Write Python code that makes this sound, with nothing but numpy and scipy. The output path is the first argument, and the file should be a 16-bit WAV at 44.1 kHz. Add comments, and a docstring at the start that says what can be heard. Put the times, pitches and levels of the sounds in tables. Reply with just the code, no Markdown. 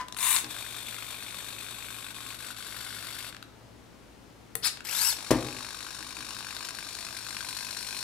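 """Model aircraft gear doors.

On a table in a small room, the retract motor stops, a servo whirs, and a door creeps shut, its gears
kicked 50 times a second. A switch clicks, the servos whir twice more, and the door jerks free with a
knock that rings the wing, then creeps open. A faint hush and a low hum lie underneath."""
import sys
import numpy as np
from scipy import signal
from scipy.fft import rfft, irfft
from scipy.io import wavfile

SR = 44100
rng = np.random.default_rng(int(sys.argv[2]) if len(sys.argv) > 2 else 0)


def unload_wav(signal):
    """Save mono or channel-first audio to the path in sys.argv[1] as 16-bit WAV at rate SR, clipped to [-1, 1]."""
    wavfile.write(
        sys.argv[1],
        SR,
        np.round(np.clip(np.atleast_2d(signal).T, -1, 1) * 32767).astype(np.int16),
    )


N = 354431
T = np.arange(N) / SR
FRAME_S, FIRST_KICK_S = .0200083, .0030


def amp(db):
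    """Decibels to gain."""
    return 10 ** (np.asarray(db) / 20)


def unit(x):
    """Scales to rms 1."""
    return x / np.sqrt(np.mean(x ** 2) + 1e-20)


def read(points, hz):
    """Interpolates a table over log frequency."""
    f, value = np.transpose(points)
    return np.interp(np.log(hz + 1), np.log(f + 1), value)


def wander(hz):
    """Random drift of rms 1, rolling off above hz."""
    lowpass = np.exp(-(np.fft.rfftfreq(N, 1 / SR) / hz) ** 2)
    return unit(irfft(rfft(rng.standard_normal(N)) * lowpass, N))


def colour(x, spectrum, body=None, size=4096):
    """Minimum-phase filter of unit energy from a spectrum and optional resonances."""
    hz = abs(np.fft.fftfreq(size, 1 / SR))
    gain = amp(read(spectrum, hz))
    if body is not None:
        gain *= np.sqrt(sum(amp(db) ** 2 * min(width / 150, 1)
                            / (1 + (2 * (hz - f) / max(width, 150)) ** 2) for f, width, db in body))
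    log_response = np.conj(signal.hilbert(np.log(gain + 1e-6)))
    taps = np.fft.ifft(np.exp(log_response)).real[:size // 2]
    return signal.oaconvolve(x, taps / np.linalg.norm(taps))[:N]


def gate(start_s, end_s, edge_s):
    """1 between two times, 0 outside, with straight ramps."""
    return np.clip(np.minimum(T - start_s, end_s - T) / edge_s + .5, 0, 1)


def burst(peak_s, decay_s, rise_s):
    """Exponential rise and decay."""
    return np.exp(np.maximum(-np.maximum((T - peak_s) / decay_s, (peak_s - T) / rise_s), -60))


def ring(x, modes):
    """Damped modes; a unit click peaks at 1."""
    t = T[:SR]
    tone = sum(amp(db - 60 * t / t60) * np.sin(2 * np.pi * hz * t) for hz, db, t60 in modes)
    return signal.oaconvolve(x, tone / abs(tone).max())[:N]


def clicks(times_s, sizes):
    """Single-sample clicks."""
    return np.bincount(np.round(np.asarray(times_s) * SR).astype(int), sizes, N)[:N]


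def teeth(per_s, spread_db):
    """Random tooth impacts of uneven size."""
    sizes = rng.standard_normal(N) * amp(spread_db * rng.standard_normal(N))
    return unit(sizes * (rng.random(N) < per_s / SR))


def frame_clock():
    """Control frame number and seconds since its kick."""
    frame, age_s = np.divmod(T + FRAME_S - FIRST_KICK_S, FRAME_S)
    return frame.astype(int), age_s


# Door travels, shut then open. Each row: start, end and easiest moment in seconds,
# relative level there in dB, growth away from it in dB per second squared.
TRAVELS = [(.42, 3.305, 2.07, -43, 1.0), (5.16, 8.1, 6.09, -42.5, 1.22)]
# The servo catches up with its command. Each row: start in seconds, length in seconds.
PAUSES = [(0.408, 0.083), (2.124, 0.025), (2.365, 0.027), (2.524, 0.039), (6.135, 0.017), (6.716, .02)]


def effort(travel, pause_db=-8, edge_s=.012):
    """Gain of a creeping servo: it labours toward either end of the swing and dips in the pauses."""
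    start_s, end_s, easiest_s, db, growth = travel
    paused = sum(gate(s, s + length_s, edge_s) for s, length_s in PAUSES)
    away_s = np.clip(T, start_s, end_s) - easiest_s
    return gate(start_s, end_s, edge_s) * amp(db + growth * away_s ** 2 + pause_db * paused)


# Gearbox and airframe resonances along the swing. Each row: centre in Hz, width in Hz, gain in dB.
CLOSING_BODY = [(1100, 96, -2), (1540, 290, -4.5), (2450, 300, -3), (3630, 374, 1), (4400, 56, 0.5),
                (5530, 210, -10), (6220, 160, -9.5), (7900, 930, -5), (9100, 750, -8), (11340, 300, -18),
                (12030, 230, -14.5), (13800, 370, -22)]
NEARLY_SHUT_BODY = [(1110, 49, -0.5), (1486, 270, -0.5), (2170, 110, -2.5), (2680, 120, -4.5),
                    (3510, 510, -0.5), (4500, 440, -2), (5600, 48, 0), (7800, 1100, -5), (9300, 970, -8.5),
                    (11230, 170, -10), (12550, 170, -13)]
OPENING_BODY = [(1077, 300, -3), (1574, 155, -1.5), (2530, 600, -6.5), (3790, 310, 0), (4410, 350, 1),
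                (5480, 330, 0), (6750, 500, -5.5), (7500, 760, -5.5), (8840, 290, -5.5), (9320, 200, -9),
                (10480, 330, -11)]
NEARLY_OPEN_BODY = [(1020, 140, -7.5), (1550, 130, -5), (2520, 200, -7.5), (4220, 560, -1), (5490, 200, -1),
                    (6140, 98, -7), (6900, 540, -9), (7660, 240, -5.5), (8920, 570, -6), (10400, 230, -19),
                    (11240, 220, -16.5)]
# Drive from the motor's kick and from loose teeth. Each row: frequency in Hz, gain in dB.
KICK_SPECTRUM = [(200, -12), (600, -6), (1200, 1.5), (2500, 5), (4500, -7), (8000, -9.5), (13000, 9.5),
                 (16000, -24)]
TEETH_SPECTRUM = [(200, -23.5), (600, -3.5), (1200, -6), (2500, -5), (4500, -2), (8000, -2.5), (13000, 7),
                  (16000, -5)]


def creep(travel, bodies, shift_s, kick_db, coast_s, idle):
    """Each control frame kicks the motor one step; the gears rattle as they coast."""
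    frame, age_s = frame_clock()
    push, step, jitter = rng.standard_normal((frame[-1] + 1, 3))[frame].T
    age_s = np.maximum(age_s - .0003 * jitter, 0)
    strength_db = 2.2 * np.clip(push, -2.2, .8)
    kick = np.exp(-((age_s - .0017) / .0014) ** 2) * amp(strength_db)
    spin_up = 1 - np.exp(-(age_s / .0034) ** 2)
    spin = idle + spin_up * np.exp(-age_s / coast_s) * amp(.44 * strength_db + 2.05 * step)
    knocks = unit(kick * teeth(18000, 2.7))
    rattle = unit(spin * teeth(11000, 1.7))
    early, late = (unit(colour(rattle, TEETH_SPECTRUM, body)
                        + amp(kick_db) * colour(knocks, KICK_SPECTRUM, body)) for body in bodies)
    # resonances shift as the door swings and the load changes
    share = np.interp(T, shift_s, [0, 1])
    return effort(travel) * ((1 - share) * early + share * late)


# Fast runs. Each row: start, rise and coast in seconds, top speed in rev/s, relative level in dB,
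# dB per doubling of speed, surge in rev/s, whine over rattle in dB.
RUNS = [(.16, .16, .125, 600, -24.5, 14, 55.6, -6.5), (4.624, .034, .058, 525, -24, 16, 4, 0.5),
        (4.843, .232, .084, 565, -25.5, 11, 52, 0.5)]
# Gear rattle of each run. Each row: frequency in Hz, gain in dB.
SHUT_RATTLE = [(290, -57.5), (500, -35), (761, -20), (1030, -1.5), (1230, -11), (1510, -10.5), (2540, -5.5),
               (3290, -12), (3590, -0.5), (4870, -17), (5550, -16), (6610, -8.5), (9090, 1), (13800, -11.5),
               (16000, -18.5)]
LATCH_RATTLE = [(290, -34), (500, -35), (1380, -10), (1640, -10), (3060, -16.5), (3650, -6), (5160, -0.5),
                (6510, -28), (7860, -11.5), (12700, -17), (16000, -26)]
OPEN_RATTLE = [(290, -54), (500, -25), (784, -16), (880, -6.5), (1210, -11), (1620, -2), (1900, -13),
               (2070, -8), (3150, -9), (5470, -1.5), (6330, -8.5), (7860, -1.5), (9770, -5.5), (12300, 1.5),
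               (16000, -25)]
# Whine; a ten-tooth pinion meshes at order 10. Each row: multiple of motor speed, relative level in dB.
MOTOR_ORDERS = [(2, -18), (5, -10.5), (10, 1.5), (15, -3.5), (20, -1), (25, -7.5), (30, -16)]


def whir(run, rattle_spectrum, throb, tilt_db, ease, mesh_db=0, drive_s=.00605):
    """A servo speeds up, surging under each drive pulse so that its whine saws upward, then coasts."""
    start_s, rise_s, coast_s, top_rps, run_db, doubling_db, surge_rps, whine_db = run
    start_rps, full_rattle_rps = 160, 484
    risen = np.clip((T - start_s) / rise_s, 0, 1)
    coasted = np.clip((T - start_s - rise_s) / coast_s, 0, 1)
    pace = (1 - (1 - risen) ** ease) * (1 - coasted ** 1.25)
    rps = start_rps + (top_rps - start_rps) * pace
    saw = np.interp(frame_clock()[1], [0, drive_s, FRAME_S], [-1, 1, -1])
    surge = saw * surge_rps / rps * (1 - .43 * risen) * (1 - coasted) ** 2
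    turns = np.cumsum(rps * (1 + surge + .00704 * wander(510))) / SR
    whine = 0
    for order, db in MOTOR_ORDERS:
        level = amp(db + tilt_db * np.log2(order / 10) + mesh_db * (order == 10))
        flutter = 1 + .56 * wander(190)
        whine += level * flutter * np.cos(2 * np.pi * (order * turns + rng.random()))
    # worn teeth strike hardest once a turn
    rattle = colour(teeth(12000, 1.9) * (1 + .5 * np.cos(2 * np.pi * turns)), rattle_spectrum)
    # unloaded gears quieten and the whine stands out
    level_db = run_db + doubling_db * np.log2(np.minimum(rps / full_rattle_rps, 1)) - 9.5 * coasted ** 2
    whine_ratio = amp(whine_db + 4.5 * np.log2(rps / top_rps) + 4 * np.sqrt(coasted))
    gain = gate(start_s, start_s + rise_s + coast_s, .0049) * amp(level_db) * (1 + throb * surge)
    return gain * (unit(rattle) + whine_ratio * unit(whine)) / np.sqrt(1 + whine_ratio ** 2)


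# Lone twitches and hardest kicks. Each row: time in seconds, relative level in dB, fizz over clack in dB.
TICKS = [(0.0825, -31, -2.5), (0.1233, -36.5, 6), (0.145, -35.5, 1), (0.1655, -30, -7), (0.1855, -26.5, -4),
         (0.362, -22, 4), (0.3838, -24, -1), (0.4433, -31.5, -1), (3.325, -36, -6), (3.3457, -34, -9),
         (3.3652, -33.5, -6), (3.4253, -33.5, -7), (4.6724, -27, 1), (4.7709, -33, -5), (4.805, -31.5, -9),
         (4.9256, -23.5, -20), (4.9473, -27, -8), (5.1254, -27, -1), (5.7446, -30, -14), (6.1675, -29, -13),
         (6.3058, -28, -7), (6.565, -25, -10), (7.367, -32, -12), (7.4053, -31.5, -9)]
# Backlash clack. Each row: frequency in Hz, gain in dB.
CLACK_SPECTRUM = [(350, -51), (600, -20.5), (1560, 1.5), (1990, -10), (2540, -2), (3100, -9), (3600, -2),
                  (6780, -24), (7250, -15), (9880, -25), (11500, -14), (15000, -42)]


def ticks(hard_share=.1, hard_db=-38, hard_fizz_db=-2):
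    """Hard kicks take up the backlash in a cluster of impacts; some come by chance during a creep."""
    kicks_s = np.arange(FIRST_KICK_S, T[-1], FRAME_S)
    creeping = sum((kicks_s > start_s) & (kicks_s < end_s) for start_s, end_s, *_ in TRAVELS)
    hard_s = kicks_s[rng.random(len(kicks_s)) < hard_share * creeping]
    times_s, db, fizz_db = np.transpose(list(TICKS) + [(s, hard_db, hard_fizz_db) for s in hard_s])
    shape = burst(.0015, decay_s=.0015, rise_s=.0006)[:SR // 20]
    clack, fizz = (signal.oaconvolve(clicks(times_s, amp(level_db)), shape)[:N] * teeth(20000, 1.4)
                   for level_db in (db, db + fizz_db))
    return amp(-3) * (colour(clack, CLACK_SPECTRUM) + colour(fizz, TEETH_SPECTRUM, OPENING_BODY))


# Door striking the wing. Each row: frequency in Hz, gain in dB.
BLOW_SPECTRUM = [(24, -48), (40, -22), (114, -6), (189, -15.5), (306, -7.5), (437, -14), (598, -12),
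                 (785, -19), (989, -18), (1270, -27), (1890, -25), (2240, -26.5), (2440, -31), (6000, -40),
                 (7800, -62), (13200, -120)]
# Wing and table. Each row: frequency in Hz, relative level in dB, T60 in seconds.
WING_MODES = [(129.5, 0, .55), (249.6, -3, 0.63), (306, 9, 0.2), (365, -17, .45), (436, -0.5, 0.32),
              (490, -10, 0.56), (560, -9, 0.59), (700, -6, .35), (820, -2, .4), (980, -21, .4),
              (1155, -11, 0.68)]
# Soft hinge bumps. Each row: time in seconds, relative level in dB.
HINGE_BUMPS = [(0.439, -34), (0.571, -48), (5.422, -37), (5.454, -29), (5.989, -40), (6.182, -39.5)]


def door_knocks(free_s=5.3076, judder_hz=127, panel_hz=311):
    """The door cracks loose and judders against the wing, which rings from this and from hinge bumps."""
    bounce = np.arange(5)
    blows = clicks(free_s + bounce / judder_hz, amp(-3.2 * bounce))
    scrape = amp(-21) * burst(free_s + .005, .033, .001) * rng.standard_normal(N)
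    thud = colour(amp(4) * blows + scrape, BLOW_SPECTRUM)
    crack = amp(-21) * burst(free_s + .0014, .0078, .00063) * rng.standard_normal(N)
    crack = colour(crack, [(500, -6), (5000, 2), (11000, 2), (16000, -14)])
    bump_s, bump_db = np.transpose(HINGE_BUMPS)
    wing = ring(amp(-31) * blows + clicks(bump_s, amp(bump_db - 3)), WING_MODES)
    boom = amp(-18) * burst(free_s + .008, .018, .003) * np.sin(2 * np.pi * panel_hz * T)
    return thud + boom + wing + crack


# Toggle snap. Each row: frequency in Hz, gain in dB.
SNAP_SPECTRUM = [(180, -37), (300, -13), (528, -4), (900, -17), (1970, -3), (2930, -11), (4590, -12),
                 (5080, -18), (7950, -2), (8790, -7), (9710, 2.5), (11700, -6), (13800, -1), (16000, -8)]
# Transmitter case. Each row: frequency in Hz, relative level in dB, T60 in seconds.
CASE_MODES = [(136, -10, 0.43), (457, -3, 0.14), (767, -16, .15), (1044, -15, .12)]


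def switch(at_s=4.5535):
    """The toggle snaps over and the transmitter's case rings briefly."""
    snap = colour(burst(at_s, .0025, .0002) * rng.standard_normal(N), SNAP_SPECTRUM)
    return amp(-20) * snap + ring(clicks([at_s], amp([-38])), CASE_MODES)


# Retract motor whine. Each row: frequency in Hz, relative level in dB.
RETRACT_TONES = [(1010, -4), (1997, -20), (3005, -30)]


def retract(cut_s=.0084, fall_db_per_s=450):
    """The retract motor cuts out as the wheel reaches its well; whine and gear noise fade fast."""
    whine = sum(amp(db) * np.sin(2 * np.pi * hz * T) for hz, db in RETRACT_TONES)
    spectrum = [(400, -14), (1400, .5), (3000, -9), (5300, -12), (9000, -18), (15000, -30.5)]
    gears = colour(teeth(9000, 2.7), spectrum)
    return amp(-28 - fall_db_per_s * np.clip(T - cut_s, 0, 1)) * (whine + amp(-12) * gears)


# Shading of the right microphone. Each row: frequency in Hz, gain in dB at shade 1.
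RIGHT_SHADE = [(100, -6), (600, -3.5), (2000, -8), (4000, -12), (8000, -16), (14000, -19.5)]


def direct(x, shade, lag_s=.000045):
    """The left microphone faces the model; the right hears it later and shaded."""
    hz = np.fft.rfftfreq(N, 1 / SR)
    response = amp(shade * read(RIGHT_SHADE, hz)) * np.exp(-2j * np.pi * hz * lag_s)
    return np.array([x, irfft(rfft(x) * response, N)])


# Room decay. Each row: frequency in Hz, T60 in seconds.
ROOM_T60 = [(100, 0.61), (400, 0.62), (1500, 0.48), (5000, 0.31), (14000, 0.19)]


def room(x, wet_db, correlation):
    """Diffuse stereo tail, each band dying at its own rate."""
    echoes = rng.standard_normal((2, SR)) * (rng.random((2, SR)) < .1)
    hz, t, bands = signal.stft(echoes, SR, nperseg=256)
    tail = signal.istft(bands * amp(-60 * t / read(ROOM_T60, hz)[:, None]), SR, nperseg=256)[1]
    left, other = tail * np.clip(np.arange(tail.shape[1]) / SR / .00079, 0, 1)
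    right = amp(-4) * (correlation * left + np.sqrt(1 - correlation ** 2) * other)
    response = np.array([left, right]) / np.linalg.norm(left)
    return amp(wet_db) * signal.oaconvolve(x[None], response, axes=1)[:, :N]


def moving_room(x, wet_db, correlation, count=3, cycle_s=1.713):
    """The swinging door changes the paths into the room: tails fade from one to the next."""
    fades = (np.cos(np.pi * (T / cycle_s + k / count)) * np.sqrt(2 / count) for k in range(count))
    return sum(room(x * fade, wet_db, correlation) for fade in fades)


# Hush spectrum and hum tones. Each row: frequency in Hz, relative level in dB.
HUSH_SPECTRUM = [(20, -18), (45, -13), (60, -7), (80, -11.5), (115, -8), (150, -9.5), (250, -6),
                 (500, -12.5), (900, -16.5), (2000, -22.5), (5000, -27.5), (9000, -33.5), (13000, -37.5),
                 (16000, -44)]
HUM_TONES = [(58, -61.5), (113, -59.5)]


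def room_air(correlation=.37, swell_db=4):
    """Steady hush and a wavering low hum whose upper tone swells for a few seconds."""
    left, other = (unit(colour(rng.standard_normal(N), HUSH_SPECTRUM)) for _ in range(2))
    right = correlation * left + np.sqrt(1 - correlation ** 2) * other
    hush = amp(-52.5) * np.array([left, right])
    low, high = (amp(db) * (1 + .092 * wander(7.6))
                 * np.sin(2 * np.pi * np.cumsum(hz + 1.51 * wander(3.9)) / SR) for hz, db in HUM_TONES)
    swell = amp(swell_db * gate(.31, 3.9, edge_s=.5))
    return (hush + low + swell * high) * amp([[1.2], [-3]])


def scene():
    """Gears and door, direct and through the room, over the hush."""
    closing = creep(TRAVELS[0], (CLOSING_BODY, NEARLY_SHUT_BODY), shift_s=(1.9, 2.7),
                    kick_db=-6.5, coast_s=.0077, idle=.3)
    opening = creep(TRAVELS[1], (OPENING_BODY, NEARLY_OPEN_BODY), shift_s=(6.8, 7.5),
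                    kick_db=-4.5, coast_s=.0055, idle=.18)
    runs = (whir(RUNS[0], SHUT_RATTLE, throb=2.6, tilt_db=.5, ease=1.4, mesh_db=-13)
            + whir(RUNS[1], LATCH_RATTLE, throb=0, tilt_db=0, ease=1.3)
            + whir(RUNS[2], OPEN_RATTLE, throb=1.8, tilt_db=1, ease=.94, drive_s=.008))
    gears = amp(4) * (closing + opening + runs + ticks() + retract() + switch())
    door = amp(3) * door_knocks()
    return (direct(gears, shade=.97) + moving_room(gears, wet_db=-8.5, correlation=.095)
            + direct(door, shade=1) + room(door, wet_db=-11, correlation=.95) + room_air())


def record(dry):
    """Low-pass at 15.8 kHz."""
    taps = signal.firwin(511, 15800, window=("kaiser", 9), fs=SR)
    return signal.oaconvolve(dry, taps[None], "same")


dry = scene()
out = record(dry)
unload_wav(out)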